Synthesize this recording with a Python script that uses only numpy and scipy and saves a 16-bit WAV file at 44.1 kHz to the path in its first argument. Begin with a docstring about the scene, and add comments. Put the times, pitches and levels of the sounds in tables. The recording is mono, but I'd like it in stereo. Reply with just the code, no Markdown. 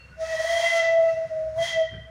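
"""A small steam locomotive whistles among trees: a long blast sinking to a soft hoot, then a short one.
Steam blows the whistle's bell, which sharpens, overblows and hisses at full flow;
the trunks scatter the sound into a long tail.
The engine rumbles and chuffs below it, and birds give a few short pips."""
import sys
import numpy as np
from scipy import signal
from scipy.fft import rfft, irfft
from scipy.io import wavfile

SR = 44100
rng = np.random.default_rng(int(sys.argv[2]) if len(sys.argv) > 2 else 0)


def store_pcm(level_fs):
    """Save levels as 16-bit WAV."""
    pcm = np.round(np.clip(level_fs, -1, 1) * 32767).astype(np.int16)
    wavfile.write(sys.argv[1], SR, np.atleast_2d(pcm).T)


N = 92610
T = np.arange(N) / SR
RIGHT_LAG_S = .000105

# Steam at the whistle. Each row: time in seconds, bell pitch in Hz, flow in dB,
# jet treble in dB (only cuts apply).
STEAM_FLOW = [(.16, 652.3, -43, -11), (.21, 646.3, -11.5, -4), (.3, 645.9, -5.5, -5),
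              (.44, 644.6, -2, -0.5), (.53, 661.7, 0, -0.5), (.65, 675.2, 0.5, -3), (.77, 671.9, 0, -2.5),
              (.86, 662.2, -3.5, -16.5), (.98, 660.4, -21.5, -1.5), (1.1, 656.6, -15.5, -6),
              (1.25, 647.6, -24.5, -7.5), (1.53, 628.5, -30.5, -8), (1.578, 665, -18, -1),
              (1.63, 670.6, -0.5, -2), (1.69, 672.4, 2.5, -4), (1.74, 659.2, -5, -8.5),
              (1.82, 649, -18.5, -2), (1.88, 643, -50, 4)]


def amp(db):
    """Decibels to amplitude."""
    return 10 ** (np.asarray(db) / 20)


def unit(x):
    """Scale to an RMS of one."""
    return x / np.sqrt(np.mean(x ** 2) + 1e-20)


def curve_at(points, hz):
    """Read a curve along a log-frequency axis."""
    f, value = np.transpose(points)
    return np.interp(np.log(hz + 1), np.log(f), value)


def follow(table):
    """Each column of a time table, sample by sample."""
    times, *columns = np.transpose(table)
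    return [np.interp(T, times, column) for column in columns]


def wander(hz):
    """Random drift, mostly slower than the given rate."""
    f = np.fft.rfftfreq(N, 1 / SR)
    return unit(irfft(rfft(rng.standard_normal(N)) / (1 + (f / hz) ** 2), N))


def phase(hz):
    """Running phase of a moving pitch, in radians."""
    return 2 * np.pi * np.cumsum(hz) / SR


def breathy(hz, width_hz):
    """A resonance blown by turbulence: a narrow band of noise."""
    turn = phase(hz * np.ones(N))
    return unit(wander(width_hz / 2) * np.cos(turn) + wander(width_hz / 2) * np.sin(turn))


def noise(spectrum):
    """Coloured stereo noise, alike in the bass, wide in the treble and earlier on the left."""
    # Stereo image. Each row: frequency in Hz, left-right likeness from 0 to 1.
    likeness = [(130, 0.97), (300, 1), (700, 0.49), (1500, 0.35), (16000, 0.21)]
    f = np.fft.rfftfreq(N, 1 / SR)
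    left, other = rfft(rng.standard_normal((2, N)))
    same = np.clip(curve_at(likeness, f), -1, 1)
    right = same * left * np.exp(-2j * np.pi * f * RIGHT_LAG_S) + np.sqrt(1 - same ** 2) * other
    return unit(irfft(np.array([left, right]) * amp(curve_at(spectrum, f)), N))


def pan(left_db):
    """Stereo gains that put the left this far above the right."""
    left_db = np.atleast_1d(left_db)
    return amp(np.array([left_db, -left_db]) / 2)


def arrive(x):
    """The sound reaches the left side first."""
    return np.array([x, np.interp(T - RIGHT_LAG_S, T, x)])


def wood_tail(x, build_s=0.011):
    """Scatter from the whole wood: builds up, then each band dies at its own speed."""
    # Reverberation. Each row: frequency in Hz, seconds to fall by 60 dB.
    decay_times = [(100, 1.1), (650, 2.36), (2000, 1.013), (3200, 0.91), (5500, 0.7), (8000, 0.39),
                   (16000, .3)]
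    hz, t, bands = signal.stft(rng.standard_normal((2, SR)), SR, nperseg=256)
    t60 = curve_at(decay_times, hz)[:, None]
    envelope = amp(-60 * t / t60) * (1 - np.exp(-t / build_s))
    impulse = signal.istft(bands * envelope, SR, nperseg=256)[1]
    impulse /= np.sqrt(np.mean(abs(rfft(impulse, SR)[:, 500:4000]) ** 2))  # unit gain over 500-4000 Hz
    return signal.fftconvolve(np.atleast_2d(x), impulse, axes=1)[:, :N]


def trunks(x, energy_decay_s=0.021):
    """Early reflections from the nearest trunks, different on each side."""
    t = T[:SR // 8]
    impulse = rng.standard_normal((2, len(t))) * np.exp(-t / (2 * energy_decay_s))
    return signal.fftconvolve(x[None], impulse / np.linalg.norm(impulse[0]), axes=1)[:, :N]


def birds(upper_ratio=1.595, sag_hz_per_s=230):
    """Short two-note pips; the lower note rings on among the trees."""
    # Pips. Each row: start and length in seconds, pitch in Hz, lower and upper note levels in dB.
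    pips = [(-.05, 0.12, 2747, -50, -59), (0.069, .065, 2730, -55.5, -64.5),
            (0.107, 0.051, 1474, -52.5, -81), (1.061, 0.063, 2730, -49, -62.5)]
    lower, upper = np.zeros((2, N))
    for start, length, hz, lower_db, upper_db in pips:
        turn = phase((hz - sag_hz_per_s * (T - start)) * (1 + 0.0083 * wander(80)))
        arch = np.sin(np.pi * np.clip((T - start) / length, 0, 1))
        lower += arch * amp(lower_db) * np.sin(turn)
        upper += arch * amp(upper_db) * np.sin(upper_ratio * turn)
    return lower + amp(5.0) * wood_tail(lower) + upper + trunks(upper)


def gear_and_leaves():
    """A soft bed of distant running gear and leaves."""
    # Background level: dips during the long blast, then comes back up. Each row: time in seconds, level in dB.
    levels = [(.4, -51.5), (.65, -57.5), (1.05, -53.5), (1.4, -49.5), (2.0, -53.5)]
    # Colour of the bed. Each row: frequency in Hz, relative level in dB.
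    colour = [(25, -26.5), (80, -11), (110, 0.5), (170, -12.5), (280, -22), (420, -25.5), (510, -16),
              (850, -29.5), (1500, -17), (2200, -23), (3400, -32), (6000, -35), (16000, -56)]
    return amp(follow(levels)[0]) * noise(colour)


def chuffs(rise_s=0.045, decay_s=0.046):
    """Exhaust steam leaves the chimney in soft puffs."""
    # Exhaust beats. Each row: start in seconds, peak level in dB.
    beats = [(.08, -51.5), (1.1, -51), (1.22, -47.5), (1.551, -42), (1.725, -47.5), (1.9, -36)]
    # Colour of a puff. Each row: frequency in Hz, relative level in dB.
    colour = [(25, -36), (60, -9.5), (110, 2), (160, -4.5), (260, -19), (450, -22.5), (1000, -40.5),
              (1550, -22.5), (2500, -34), (8000, -67.5)]
    envelope = np.zeros(N)
    for start, db in beats:
        age = T - start
        envelope += amp(db) * np.clip(age / rise_s, 0, 1) * np.exp(-np.maximum(age - rise_s, 0) / decay_s)
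    return noise(colour) * envelope


def engine_drone(hz=66, drift_hz=4.5):
    """The engine's rumble: one low, unsteady tone."""
    # Level of the drone. Each row: time in seconds, relative level in dB.
    levels = [(0.0, -52.5), (0.18, -50), (0.27, -46.5), (0.34, -56), (0.55, -47.5), (0.66, -67), (1.0, -60),
              (1.13, -54), (1.37, -66.5), (1.48, -42), (1.68, -59.5), (1.99, -44.5), (2.1, -48)]
    tone = np.sqrt(2) * np.sin(phase(hz + drift_hz * wander(21)))
    return arrive(tone * amp(follow(levels)[0] - 2.5))


def valve_seep(closing_db=-30.5):
    """Steam seeps past the valve in a thin, pitched hiss that fades as the valve seals."""
    # Resonances of the leak. Each row: pitch in Hz, width in Hz, level in dB.
    resonances = [(5420, 330, -69), (6600, 240, -74.5), (9000, 320, -82)]
    _, flow_db, _ = follow(STEAM_FLOW)
    opening = amp(np.minimum(flow_db - closing_db, 0))
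    return opening * sum(amp(db) * np.array([breathy(hz, width), breathy(hz, width)])
                         for hz, width, db in resonances)


def steam_jet(flicker_db=.7, treble_hz=7200, echo_s=.14):
    """The jet hisses with the flow over a low roar; a duller echo returns from the edge of the wood."""
    # Colours of the hiss and the roar. Each row: frequency in Hz, relative level in dB.
    hiss_colour = [(100, -45), (400, -35.5), (560, -0.5), (1250, -7), (1700, 4), (2400, 0), (2900, -5),
                   (3700, 1), (6400, 3), (7300, -5.5), (8100, -10.5), (9100, -6.5), (11500, -17),
                   (13500, -26.5), (15000, -15.5), (16000, -17.5)]
    roar_colour = [(450, -35.5), (620, -13), (980, 1), (1200, -4), (2000, -32)]
    # Level of the roar. Each row: time in seconds, level in dB.
    roar_levels = [(.2, -70), (.3, -51), (.65, -44), (.85, -51), (1.53, -77.5), (1.58, -46.5), (1.72, -54),
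                   (1.78, -89)]
    _, flow_db, treble_db = follow(STEAM_FLOW)
    hiss = noise(hiss_colour) * amp(-33.5 + flow_db + flicker_db * wander(13))
    dull = signal.sosfiltfilt(signal.butter(4, treble_hz, fs=SR, output="sos"), hiss)
    echo = np.array([np.interp(T - echo_s, T, side) for side in dull[::-1]])  # sides swapped
    hiss = dull + (hiss - dull) * amp(np.minimum(treble_db, 0))
    roar = noise(roar_colour) * amp(follow(roar_levels)[0])
    return hiss + roar + amp(-16.5) * echo + amp(-9) * wood_tail(hiss)


def bell_shriek(start_s=1.58, end_s=1.88, rise_s=.008, fall_s=.09, hz=3215, sag_hz_per_s=150):
    """The bell's high mode sings out in the short blast; returns the tone and its envelope."""
    envelope = np.clip((T - start_s) / rise_s, 0, 1) * np.exp(-np.maximum(T - end_s, 0) / fall_s)
    pitch = (hz - sag_hz_per_s * (T - start_s)) * (1 + 0.0061 * wander(74))
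    return amp(-37.5) * envelope * np.sin(phase(pitch)), envelope


def bell_overtones(jitter=0.00507, duck_db=-4.5):
    """Upper modes of the bell: clean where it overblows, breathy where turbulence blows them."""
    # Clean overtones. Each row: time in seconds, relative dB of octave, twelfth and double octave.
    clean_levels = [(.2, -74, -69, -80), (0.234, -44.5, -51, -55.5), (0.3, -55, -33.5, -49.5),
                    (.41, -50.5, -30, -56), (.57, -50.5, -30, -51), (0.647, -46, -35.5, -39),
                    (0.667, -56, -18, -38), (.79, -35, -25.5, -41), (.87, -45.5, -29, -44),
                    (.98, -51.5, -38, -52), (1.11, -44, -44.5, -48), (1.15, -65.5, -47.5, -59.5),
                    (1.56, -80.5, -76.5, -88.5), (1.589, -62, -40, -61), (1.721, -52.5, -30, -47),
                    (1.78, -62, -33, -49), (1.84, -58, -47, -78), (1.89, -81, -36.5, -87),
                    (1.94, -80, -80, -80)]
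    # Breathy modes. Each row: multiple of the pitch, relative dB at full flow,
    # dB gained per dB of flow, width in Hz.
    breathy_modes = [(2.99, -33, 1.3, 130), (2.84, -40.5, 1.56, 49)]
    hz, flow_db, _ = follow(STEAM_FLOW)
    turn = phase(hz * (1 + jitter * wander(71)))
    octave, twelfth, double_octave = (np.sqrt(2) * np.sin(multiple * turn) * amp(db)
                                      for multiple, db in zip((2, 3, 4.04), follow(clean_levels)))
    breath = sum(breathy(multiple * hz, width_hz) * amp(db + growth * flow_db)
                 for multiple, db, growth, width_hz in breathy_modes)
    high_mode = breathy(3230, width_hz=152.5) * amp(-32.5 + 2.5 * flow_db)
    shriek, shriek_envelope = bell_shriek()
    breath *= amp(duck_db * shriek_envelope)  # these modes give way while the high one sings
    odd = twelfth + breath + high_mode + shriek  # near three and five times the pitch
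    even = octave + double_octave
    direct = arrive(odd + even) * pan(left_db=-0.5)
    early = amp(-6) * trunks(odd + even)
    late = wood_tail(amp(-5.5) * odd + amp(-16) * even)
    return amp(-1) * (direct + early + late)


def returning_note(turn, start_s=.458, end_s=.66, beat_hz=30.7):
    """The lower opening note comes back from the trees and beats against the risen pitch."""
    arch = np.sin(np.pi * np.clip((T - start_s) / (end_s - start_s), 0, 1))
    return -np.sin(turn - 2 * np.pi * beat_hz * (T - start_s)) * np.sqrt(2 * abs(arch))


def bell_hoot(jitter=0.0054, flutter=0.058):
    """The bell's nearly pure fundamental swells, fades and wanders between the trees."""
    # The hoot. Each row: time in seconds, pitch in Hz, relative level in dB, left over right in dB.
    contour = [(0.15, 636.3, -86, 6), (0.176, 640.5, -49, -1.0), (0.21, 644.0, -27.5, -2),
               (0.236, 645.5, -24, 2.5), (0.266, 652.5, -39, -13.5), (0.351, 642.9, -23, 2),
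               (0.377, 638, -43.5, -2), (0.404, 642, -20.5, -1), (0.431, 638, -37.5, 7),
               (0.451, 657.3, -20, 3.5), (0.471, 670.0, -35, -4), (0.502, 670, -23.5, 0),
               (0.604, 674, -22, -2.5), (0.62, 674, -35.5, 8), (0.644, 672, -19.5, 3),
               (0.678, 675, -27.5, -2), (0.703, 686, -45, -3), (0.726, 667, -23.5, 3),
               (0.762, 665.7, -19, -2), (0.812, 661.2, -25, 7.5), (0.99, 661.2, -15.5, 0),
               (1.117, 654.3, -21, -2.0), (1.155, 647.2, -32, -4.5), (1.18, 649.7, -24, 7),
               (1.252, 651.7, -27, 1.5), (1.284, 650.7, -59, 10), (1.316, 636.2, -30.5, 11.5),
               (1.398, 632.7, -26, 2.5), (1.48, 632.8, -27.5, 2), (1.538, 632.4, -40, 19),
               (1.592, 666.3, -22, 1.5), (1.624, 666.2, -20, -1.5), (1.668, 679.5, -43.5, -1),
               (1.748, 649.9, -33, 8), (1.779, 650.3, -20, 9.5), (1.817, 645.1, -18, -1.5),
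               (1.855, 644.6, -29, 10), (1.89, 653.5, -61, 15.5), (1.996, 642.2, -41.5, -2),
               (2.018, 643.2, -69.5, 10), (2.1, 659.0, -47.5, 7)]
    rounding = 0.29  # gliding on this power of the amplitude makes swells broad and dips narrow
    hz, rounded, left_db = follow([(s, pitch, amp(db - 0.7) ** rounding, side)
                                   for s, pitch, db, side in contour])
    level = rounded ** (1 / rounding)
    turn = phase(hz * (1 + jitter * wander(57)))
    tone = np.sqrt(2) * np.sin(turn) * level * (1 + flutter * wander(40))
    echo = returning_note(turn) * level * amp(-12)
    undertone = breathy(.85 * hz, width_hz=34) * level * amp(-31.5)
    return arrive(tone) * pan(left_db) + arrive(echo + undertone) + amp(-26.5) * wood_tail(tone)


def scene():
    """The whistle and its steam over the engine, the leaves and the birds."""
    whistle = bell_hoot() + bell_overtones() + steam_jet() + valve_seep()
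    background = (engine_drone() + chuffs() + gear_and_leaves()) * pan(left_db=1.0)
    return whistle + background + birds()


def record(dry, cutoff_hz=15800):
    """A steep low-pass trims the very top."""
    lowpass = signal.firwin(511, cutoff_hz, window=("kaiser", 9), fs=SR)
    return signal.oaconvolve(dry, lowpass[None], "same")


dry = scene()
out = record(dry)
store_pcm(out)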